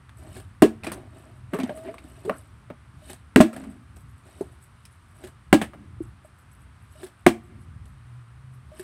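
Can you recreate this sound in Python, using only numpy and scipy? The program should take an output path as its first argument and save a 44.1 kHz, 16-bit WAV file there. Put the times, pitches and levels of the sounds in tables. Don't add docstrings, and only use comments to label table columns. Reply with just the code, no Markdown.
import sys
import numpy as np
from scipy import signal
from scipy.fft import rfft, irfft
from scipy.io import wavfile
from scipy.ndimage import uniform_filter1d

SR = 44100
rng = np.random.default_rng(int(sys.argv[2]) if len(sys.argv) > 2 else 0)


def pcm_store(signal):
    levels = np.round(np.clip(np.atleast_2d(signal), -1, 1) * 32767)
    wavfile.write(sys.argv[1], SR, levels.astype(np.int16).T)


N = 389403
TIME = np.arange(N) / SR
AGE = TIME[:SR // 2]

# (time [s], wall level [dB], wall pitch [Hz], body level [dB], crinkle level [dB], rattle and crinkle t60 [s])
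KNOCKS = [(0.0925, -41, 1890, -79, -59, 0.037), (0.8345, -33, 2510, -39.5, -47, .07),
          (0.8431, -32, 2020, -35.5, -44.5, 0.11), (0.867, -27, 2430, -29.5, -45, .11),
          (0.917, -29, 1150, -36, -37, 0.11), (1.5342, -26, 1130, -26, -45.5, 0.16),
          (1.587, -29, 1060, -30, -44, .08), (1.5997, -26.5, 2350, -31.5, -56, 0.078),
          (1.6332, -30, 3290, -32.5, -56, 0.056), (1.6935, -30, 1650, -26.5, -56, .06),
          (1.7735, -42, 1200, -42, -51, 0.079), (1.9412, -36.5, 1140, -45, -53, 0.045),
          (1.9818, -36, 2290, -53, -72, .06), (2.2497, -47, 1730, -34.5, -51, 0.12),
          (2.2954, -14.5, 1140, -24, -64, 0.026), (2.7013, -32.5, 1230, -35, -74, .05),
          (3.5295, -35.5, 1290, -41, -49.5, 0.13), (3.5625, -37, 1700, -34.5, -47, .1),
          (3.6378, -39.5, 1200, -56, -55, 0.069), (3.9649, -54, 1360, -49, -53.5, 0.047),
          (4.408, -46, 1060, -32.5, -52.5, 0.099), (4.8522, -37.5, 5300, -71, -69, 0.054),
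          (5.6143, -20, 1900, -24.5, -37, 0.12), (5.7339, -40.5, 1180, -42, -62, .09),
          (7.8548, -56, 1230, -57.5, -55, .05)]
# (time [s], spray level [dB], slap level [dB], first gulp level [dB], main gulp level [dB])
FLIPS = [(0.365, -49, -42.5, -51, -38), (3.098, -44.5, -39, -48.5, -43.5), (5.238, -54, -40.5, -64, -36.5),
         (7.031, -48.5, -41.5, -49.5, -31), (8.795, -51, -41.5, -42.5, -32.5)]


def undb(db):
    return 10 ** (np.asarray(db) / 20)


def unit(x):
    return x / np.sqrt(np.mean(x ** 2))


def add(out, s, x):
    i = int(s * SR)
    out[i:i + len(x)] += x[:max(N - i, 0)]


def response(points, size=2048):
    hz, db = np.transpose(points)
    f = np.maximum(np.arange(size // 2 + 1) * SR / size, 1)
    level_db = np.interp(np.log(f), np.log(hz), db)
    cepstrum = irfft(np.log(undb(level_db)))
    cepstrum[1:size // 2] *= 2
    cepstrum[size // 2 + 1:] = 0
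    return irfft(np.exp(rfft(cepstrum)))


def colour(x, points, size=2048):
    h = response(points, size=size)
    return signal.fftconvolve(x, h / np.linalg.norm(h))[:len(x)]


def tuned(shape, hz):
    return np.array(shape) * [hz, 1]


def fade(t60):
    return np.exp(-np.log(1000) * AGE / max(t60, 1e-3))


def blow(t60, attack_s):
    return fade(t60) * (1 - np.exp(-(AGE / attack_s) ** 2))


def swell(s, hold_s, attack_s, release_s):
    early = np.maximum(s - TIME, 0)
    late = np.maximum(TIME - s - hold_s, 0)
    return np.exp(-np.minimum(early / attack_s + late / release_s, 20))


def walk(rate):
    k = int(SR / rate)
    steps = np.repeat(rng.standard_normal(N // k + 1), k)
    return unit(uniform_filter1d(uniform_filter1d(steps, k), k)[:N])


def ring(hz, t60):
    return np.sin(2 * np.pi * hz * AGE) * fade(t60)


def resonate(x, hz, q):
    return signal.lfilter(*signal.iirpeak(min(hz, .45 * SR), max(q, 1), fs=SR), x)


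def grains(n, per_s, spread_db):
    sizes = undb(spread_db * np.minimum(rng.exponential(size=n), 4))
    struck = rng.random(n) < per_s / SR
    return unit(rng.standard_normal(n) * sizes * struck)


def creases(n, per_s, spread_db, q=9, count=14):
    pitches = 1200 * 13 ** ((np.arange(count) + rng.random(count)) / count)
    patch_per_s = max(per_s / count, 60)
    return unit(sum(resonate(grains(n, patch_per_s, spread_db), hz, q) for hz in pitches))


def outdoors(level_db=-49.5, rumble_flicker_db=3.0, hum_hz=122, hum_wander=.05, hum_flicker_db=4.5):
    # (frequency [Hz], level [dB])
    air_shape = [(20, -34), (40, -22), (65, -1.5), (115, -3.5), (170, -14.5), (250, -20.5), (480, -33.5),
                 (800, -30.5), (1200, -23.5), (1800, -30), (3000, -37.5), (7000, -50.5), (9000, -41),
                 (11000, -52), (16000, -66.5)]
    # (time [s], level [dB])
    hum_levels = [(0, -58.5), (4.5, -61), (7.3, -61), (7.7, -47), (8.3, -50), (8.83, -52)]
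    air = undb(level_db) * colour(rng.standard_normal(N), air_shape, size=8192)
    rumble = signal.sosfiltfilt(signal.butter(2, 300, fs=SR, output="sos"), air)
    hiss = air - rumble
    hum = np.sin(2 * np.pi * np.cumsum(hum_hz * (1 + hum_wander * walk(25))) / SR)
    hum_db = np.interp(TIME, *np.transpose(hum_levels)) + hum_flicker_db * walk(11)
    return rumble * undb(rumble_flicker_db * walk(7.3)) + hiss + undb(hum_db) * hum


def sloshes(wash_gain_db=-4, spray_gain_db=-4, fizz_db=-5, fidget_db=-81, fidget_spread_db=3, lapping_db=2):
    # (time [s], hold [s], wash level [dB], spray level [dB])
    moves = [(0.194, 0.13, -48.5, -63.5), (0.913, 0.062, -41.5, -63), (1.149, 0.074, -48.5, -61),
             (1.535, .35, -42.5, -58), (2.04, 0.21, -51, -61.5), (2.288, 0.012, -47, -57),
             (3.561, 0.043, -41.5, -56), (4.258, .15, -50, -61)]
    # (frequency [Hz], level [dB])
    wash_shape = [(120, -27), (250, 6.5), (370, 3), (490, -10.5), (630, 3.5), (900, -9), (2000, -16),
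                  (5000, -31), (12000, -53.5)]
    spray_shape = [(700, -19.5), (1800, 0), (3800, 4.5), (6000, -1), (9000, -1), (12000, -5),
                   (16000, -16.5)]
    move_attack_s, move_release_s = .012, 0.087
    flip_swell_s, flip_fade_s, flip_wash_db = .042, .034, -47
    run_on_db, run_on_s = -16.5, 0.033

    wash = sum(undb(body_db + run_on_db) * swell(s, 0, move_attack_s, run_on_s)
               for s, _, _, body_db, _, _ in KNOCKS)
    flows = [(swell(s, hold_s, move_attack_s, move_release_s), wash_db, spray_db)
             for s, hold_s, wash_db, spray_db in moves]
    flows += [(swell(s, 0, flip_swell_s, flip_fade_s), flip_wash_db, spray_db) for s, spray_db, *_ in FLIPS]
    spray = np.zeros(N)
    for flow, wash_db, spray_db in flows:
        wash = np.hypot(wash, undb(wash_db) * flow)
        spray += undb(spray_db) * flow
    fidget = undb(fidget_db + fidget_spread_db * walk(9.8))
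    spray = undb(spray_gain_db) * spray + fidget
    patter = creases(N, 4000, 2.4, q=25, count=20) + undb(fizz_db) * rng.standard_normal(N)
    lapping = undb(wash_gain_db + lapping_db * walk(25)) * wash * grains(N, 1500, 2.0)
    return colour(lapping, wash_shape) + colour(spray * patter, spray_shape)


def flip_slaps(wall_hz=1697, body_db=-2.5, crinkle_db=-4.5, t60=.11, backwash_s=.033, backwash_db=-6):
    slaps = [(s + delay_s, db + drop_db) for s, _, db, _, _ in FLIPS
             for delay_s, drop_db in [(0, 0), (backwash_s, backwash_db)]]
    return [(s, db, wall_hz, db + body_db, db + crinkle_db, t60) for s, db in slaps]


def knocks(snap_db=2, rattle_db=-4, body_gain_db=2.0, crinkle_gain_db=2, body_t60=.07, contact_s=0.00055):
    # (frequency [Hz], level [dB])
    body_shape = [(80, -27), (180, 0), (280, -0.5), (480, -5), (650, -1.5), (900, -11), (1500, -34.5),
                  (4000, -59.5)]
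    crinkle_shape = [(1500, -21.5), (3500, 2), (6000, -1), (9000, -0.5), (12000, -4.5), (16000, -10)]
    # (multiple of wall pitch, level [dB])
    wall_shape = [(.15, -24), (.45, -6), (.8, -7), (1, 0.5), (1.25, -7.5), (1.9, -9), (3, -20), (7, -36.5)]
    # (multiple of wall pitch, relative level [dB], t60 [s])
    snap_modes = [(.47, -9.5, .03), (1, 1, .017), (1.93, -11, .018)]
    # (delay [s], body change [dB], wall change [dB])
    contacts = [(0, 0, 0), (.013, -8, -17)]

    body, wall, crinkle = np.zeros((3, N))
    for s, wall_db, wall_hz, body_db, crinkle_db, t60 in KNOCKS + flip_slaps():
        snap = sum(undb(db) * blow(mode_t60, contact_s) * np.sin(2 * np.pi * ratio * wall_hz * AGE)
                   for ratio, db, mode_t60 in snap_modes)
        add(wall, s, undb(wall_db + snap_db) * snap)
        crackle = blow(t60, contact_s) * creases(len(AGE), 8400, 2.2)
        add(crinkle, s, undb(crinkle_db + crinkle_gain_db) * crackle)
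        for delay_s, body_drop_db, wall_drop_db in contacts:
            thump = blow(body_t60, contact_s) * rng.standard_normal(len(AGE))
            rattle = colour(blow(t60, contact_s) * grains(len(AGE), 9000, 1.6), tuned(wall_shape, wall_hz))
            add(body, s + delay_s, undb(body_db + body_gain_db + body_drop_db) * thump)
            add(wall, s + delay_s, undb(wall_db + rattle_db + wall_drop_db) * rattle)
    return colour(body, body_shape) + wall + colour(crinkle, crinkle_shape)


def brushes(hz=9590, q=2.8, attack_s=.008, hold_s=.012, release_s=.025):
    # (time [s], level [dB])
    touches = [(0.172, -60), (1.76, -53), (2.085, -61), (2.2, -70), (2.37, -53.5), (3.7, -61), (3.965, -60),
               (4.52, -66.5), (4.62, -62), (5.16, -63), (6.03, -59.5), (6.25, -64), (6.389, -63),
               (6.52, -61), (6.92, -61.5)]
    stray_per_s, stray_db, stray_spread_db = 2.5, -69, 3
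    draws = rng.random((int(stray_per_s * N / SR), 2))
    stray = [(when * N / SR, stray_db + stray_spread_db * (2 * size - 1)) for when, size in draws]
    contact = sum(undb(db) * swell(s, hold_s, attack_s, release_s) for s, db in touches + stray)
    return contact * unit(resonate(creases(N, 4000, 2.4, q=25, count=24), hz, q))


def flip_gulps(first_hz=605, first_lead_s=.078, main_hz=364.2, rise_octaves=.04, length_s=.025):
    first = [(s - first_lead_s, first_hz, rise_octaves, length_s, db) for s, _, _, db, _ in FLIPS]
    main = [(s, main_hz, rise_octaves, length_s, db) for s, *_, db in FLIPS]
    return first + main


def glugs(attack_s=0.0011):
    # (time [s], starting pitch [Hz], rise over one length [octaves], length [s], level [dB])
    pockets = [(0.641, 337, 0.38, 0.013, -4.5), (0.869, 335, -0.018, 0.025, -30),
               (1.531, 347, 0.042, .02, -24), (1.548, 400, 0.14, .022, -25),
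               (1.59, 271.5, -0.058, 0.045, -26.5), (1.635, 247, -0.083, 0.0142, -20),
               (1.694, 615, -.06, 0.035, -27.5), (1.746, 630, .08, 0.162, -39),
               (1.861, 358, 0.25, 0.049, -34.5), (1.885, 631, 0.053, 0.024, -29.5),
               (2.046, 290, 0.039, 0.01, -36.5), (2.252, 346, .4, .032, -28.5),
               (2.277, 412.5, 0.095, 0.025, -22.5), (2.295, 567, .06, 0.0087, -14),
               (2.702, 593, -0.017, 0.01, -27.5), (3.38, 326, -.04, .016, -1),
               (3.434, 313, .08, 0.023, -10), (3.562, 266.2, 0.027, 0.17, -39.5),
               (4.409, 361, 0.15, 0.0091, -17.5), (5.548, 297, 0.075, .018, -6),
               (6.005, 330, -0.027, .015, -22), (6.247, 630, -0.06, .012, -42)]
    out = np.zeros(N)
    for s, hz, rise, length, db in pockets + flip_gulps():
        progress = np.minimum(AGE / length, 4)
        phase = 2 * np.pi * np.cumsum(hz * 2 ** (rise * progress)) / SR
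        envelope = (1 - np.exp(-AGE / attack_s)) * np.exp(-progress ** 2)
        add(out, s, undb(db) * np.sin(phase) * envelope)
    return out


def landings(crack_t60=.014, splash_t60=.13, slap_t60=.04, swell_s=.0014, contact_s=0.00098,
             punch_hz=235, punch_t60=.028, pocket_t60=0.073, detune=0.014):
    # (time [s], level [dB], thud pitch [Hz], thud t60 [s], air pocket pitch [Hz], air pocket level [dB],
    #  shell level [dB], punch level [dB], crack pitch [Hz], crack level [dB], splash level [dB],
    #  delay of the water's slap [s], slap level [dB])
    impacts = [(0.6207, 0, 310.6, 0.098, 638, -7, -2.5, 4, 1134, 2.5, -17, .013, -17),
               (3.3598, 3.5, 258, 0.092, 417, -1, -4, 5, 1747, 7.5, -18, 0.031, -15),
               (3.4025, 3, 229.7, 0.07, 629, 0.5, -2, 4.5, 1620, -5, -15.5, 0.0059, 3.5),
               (5.5275, 1.5, 283.7, .081, 573, -7.5, -2.5, 3.5, 1790, 4, -15.5, 0.012, -2.5),
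               (7.264, 1, 349, 0.1, 713, -6.5, -3, 1, 2010, 0.5, -15.5, 0.022, -8)]
    # (frequency [Hz], relative level [dB], t60 [s])
    modes = [(116, -17.5, 0.11), (164.5, -9.5, 0.086), (222, -15, 0.28), (270.7, -3, .1), (328, -12, 0.19),
             (388, -6, 0.071), (482.3, -11.5, 0.078), (614, -11.5, 0.086), (685, -10.5, .06),
             (766, -7.5, 0.055), (1061, -13.5, 0.072), (1173, -20, 0.11), (1410, -22.5, .05),
             (1667, -19.5, 0.13), (1880, -26.5, 0.073), (2597, -27, 0.11), (2800, -16.5, .04)]
    # (multiple of crack pitch, level [dB])
    crack_shape = [(.1, -11), (.35, -1.5), (.7, 0.5), (1, 1.5), (1.6, -9), (2.6, -21), (4.5, -22), (6, -23),
                   (9, -25.5)]
    # (frequency [Hz], level [dB])
    splash_shape = [(200, -4), (600, 2), (1500, -1.5), (2800, -3.5), (4500, -5.5), (7000, -9),
                    (10000, -16.5), (16000, -22.5)]

    out, splashes = np.zeros((2, N))
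    for (s, db, hz, t60, pocket_hz, pocket_db, shell_db, punch_db,
         crack_hz, crack_db, splash_db, slap_s, slap_db) in impacts:
        shifts = 1 + detune * rng.uniform(-1.1, 1, len(modes))
        shell = sum(undb(d) * ring(f * shifts[k], t) * (-1) ** k for k, (f, d, t) in enumerate(modes))
        punch = undb(punch_db) * ring(punch_hz, punch_t60)
        water = punch + ring(hz, t60) + undb(pocket_db) * ring(pocket_hz, pocket_t60)
        onset = 1 - np.exp(-(AGE / swell_s) ** 2)
        add(out, s, undb(db) * onset * (water + undb(shell_db) * shell))
        burst = blow(crack_t60, contact_s) * rng.standard_normal(len(AGE))
        add(out, s, undb(db + crack_db) * colour(burst, tuned(crack_shape, crack_hz)))
        splash = blow(splash_t60, contact_s) * grains(len(AGE), 12000, 0.83)
        add(splashes, s, undb(db + splash_db) * splash)
        slap = blow(slap_t60, contact_s) * grains(len(AGE), 12000, 0.63)
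        add(splashes, s + slap_s, undb(db + slap_db - 11.5) * slap)
    return out + colour(splashes, splash_shape)


def rubs(q=3):
    # (time of peak [s], length [s], centre frequency [Hz], level [dB])
    slides = [(0.887, 0.045, 1600, -45.5), (1.63, 0.084, 1880, -48), (1.88, 0.027, 2030, -48),
              (2.324, 0.039, 1260, -42.5)]
    out = np.zeros(N)
    for s, length, hz, db in slides:
        rush = unit(resonate(resonate(grains(N, 12000, 1), hz, q), hz, 1))
        out += undb(db) * rush * np.exp(-np.minimum(((TIME - s) / length) ** 2, 20))
    return out


def surroundings(x, near_db=-45, near_t60=.24, gap_s=.005, far_db=-75, far_s=.26, far_spread_s=0.11):
    near_envelope = fade(near_t60) * (1 - np.exp(-(AGE / gap_s) ** 2))
    near = undb(near_db) * near_envelope * rng.standard_normal(len(AGE))
    far_envelope = np.exp(-((AGE - far_s) / far_spread_s) ** 2)
    far = undb(far_db) * far_envelope * rng.standard_normal(len(AGE))
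    dulling = response([(150, 9.5), (300, -2.5), (700, -12.5), (2500, -6.5), (8000, -15)])
    far = signal.fftconvolve(far, dulling)[:len(AGE)]
    return x + signal.fftconvolve(x, near + far)[:N]


def microphone_port(x):
    # (frequency [Hz], gain [dB])
    port = [(100, 1.5), (3000, -2.5), (5200, -8), (7200, -7), (8000, 2.5), (9300, 2), (10500, -2.5),
            (16000, -4)]
    return signal.fftconvolve(x, response(port))[:N]


def scene():
    bottles = sloshes() + knocks() + brushes() + glugs() + landings() + rubs()
    return (outdoors() + microphone_port(surroundings(bottles)))[None]


def record(dry, ceiling=1.57, release_s=0.1, knee=5, top_hz=15700):
    over = np.log(np.maximum(np.abs(dry[0]) / ceiling, 1 + 1e-9))
    held = np.exp(np.maximum.accumulate(np.log(over) + TIME / release_s) - TIME / release_s)
    ducked = dry * np.exp(-uniform_filter1d(held, size=64))
    clipped = ducked / (1 + np.abs(ducked) ** knee) ** (1 / knee)
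    return signal.sosfilt(signal.ellip(8, .1, 70, top_hz, fs=SR, output="sos"), clipped)


dry = scene()
out = record(dry)
pcm_store(out)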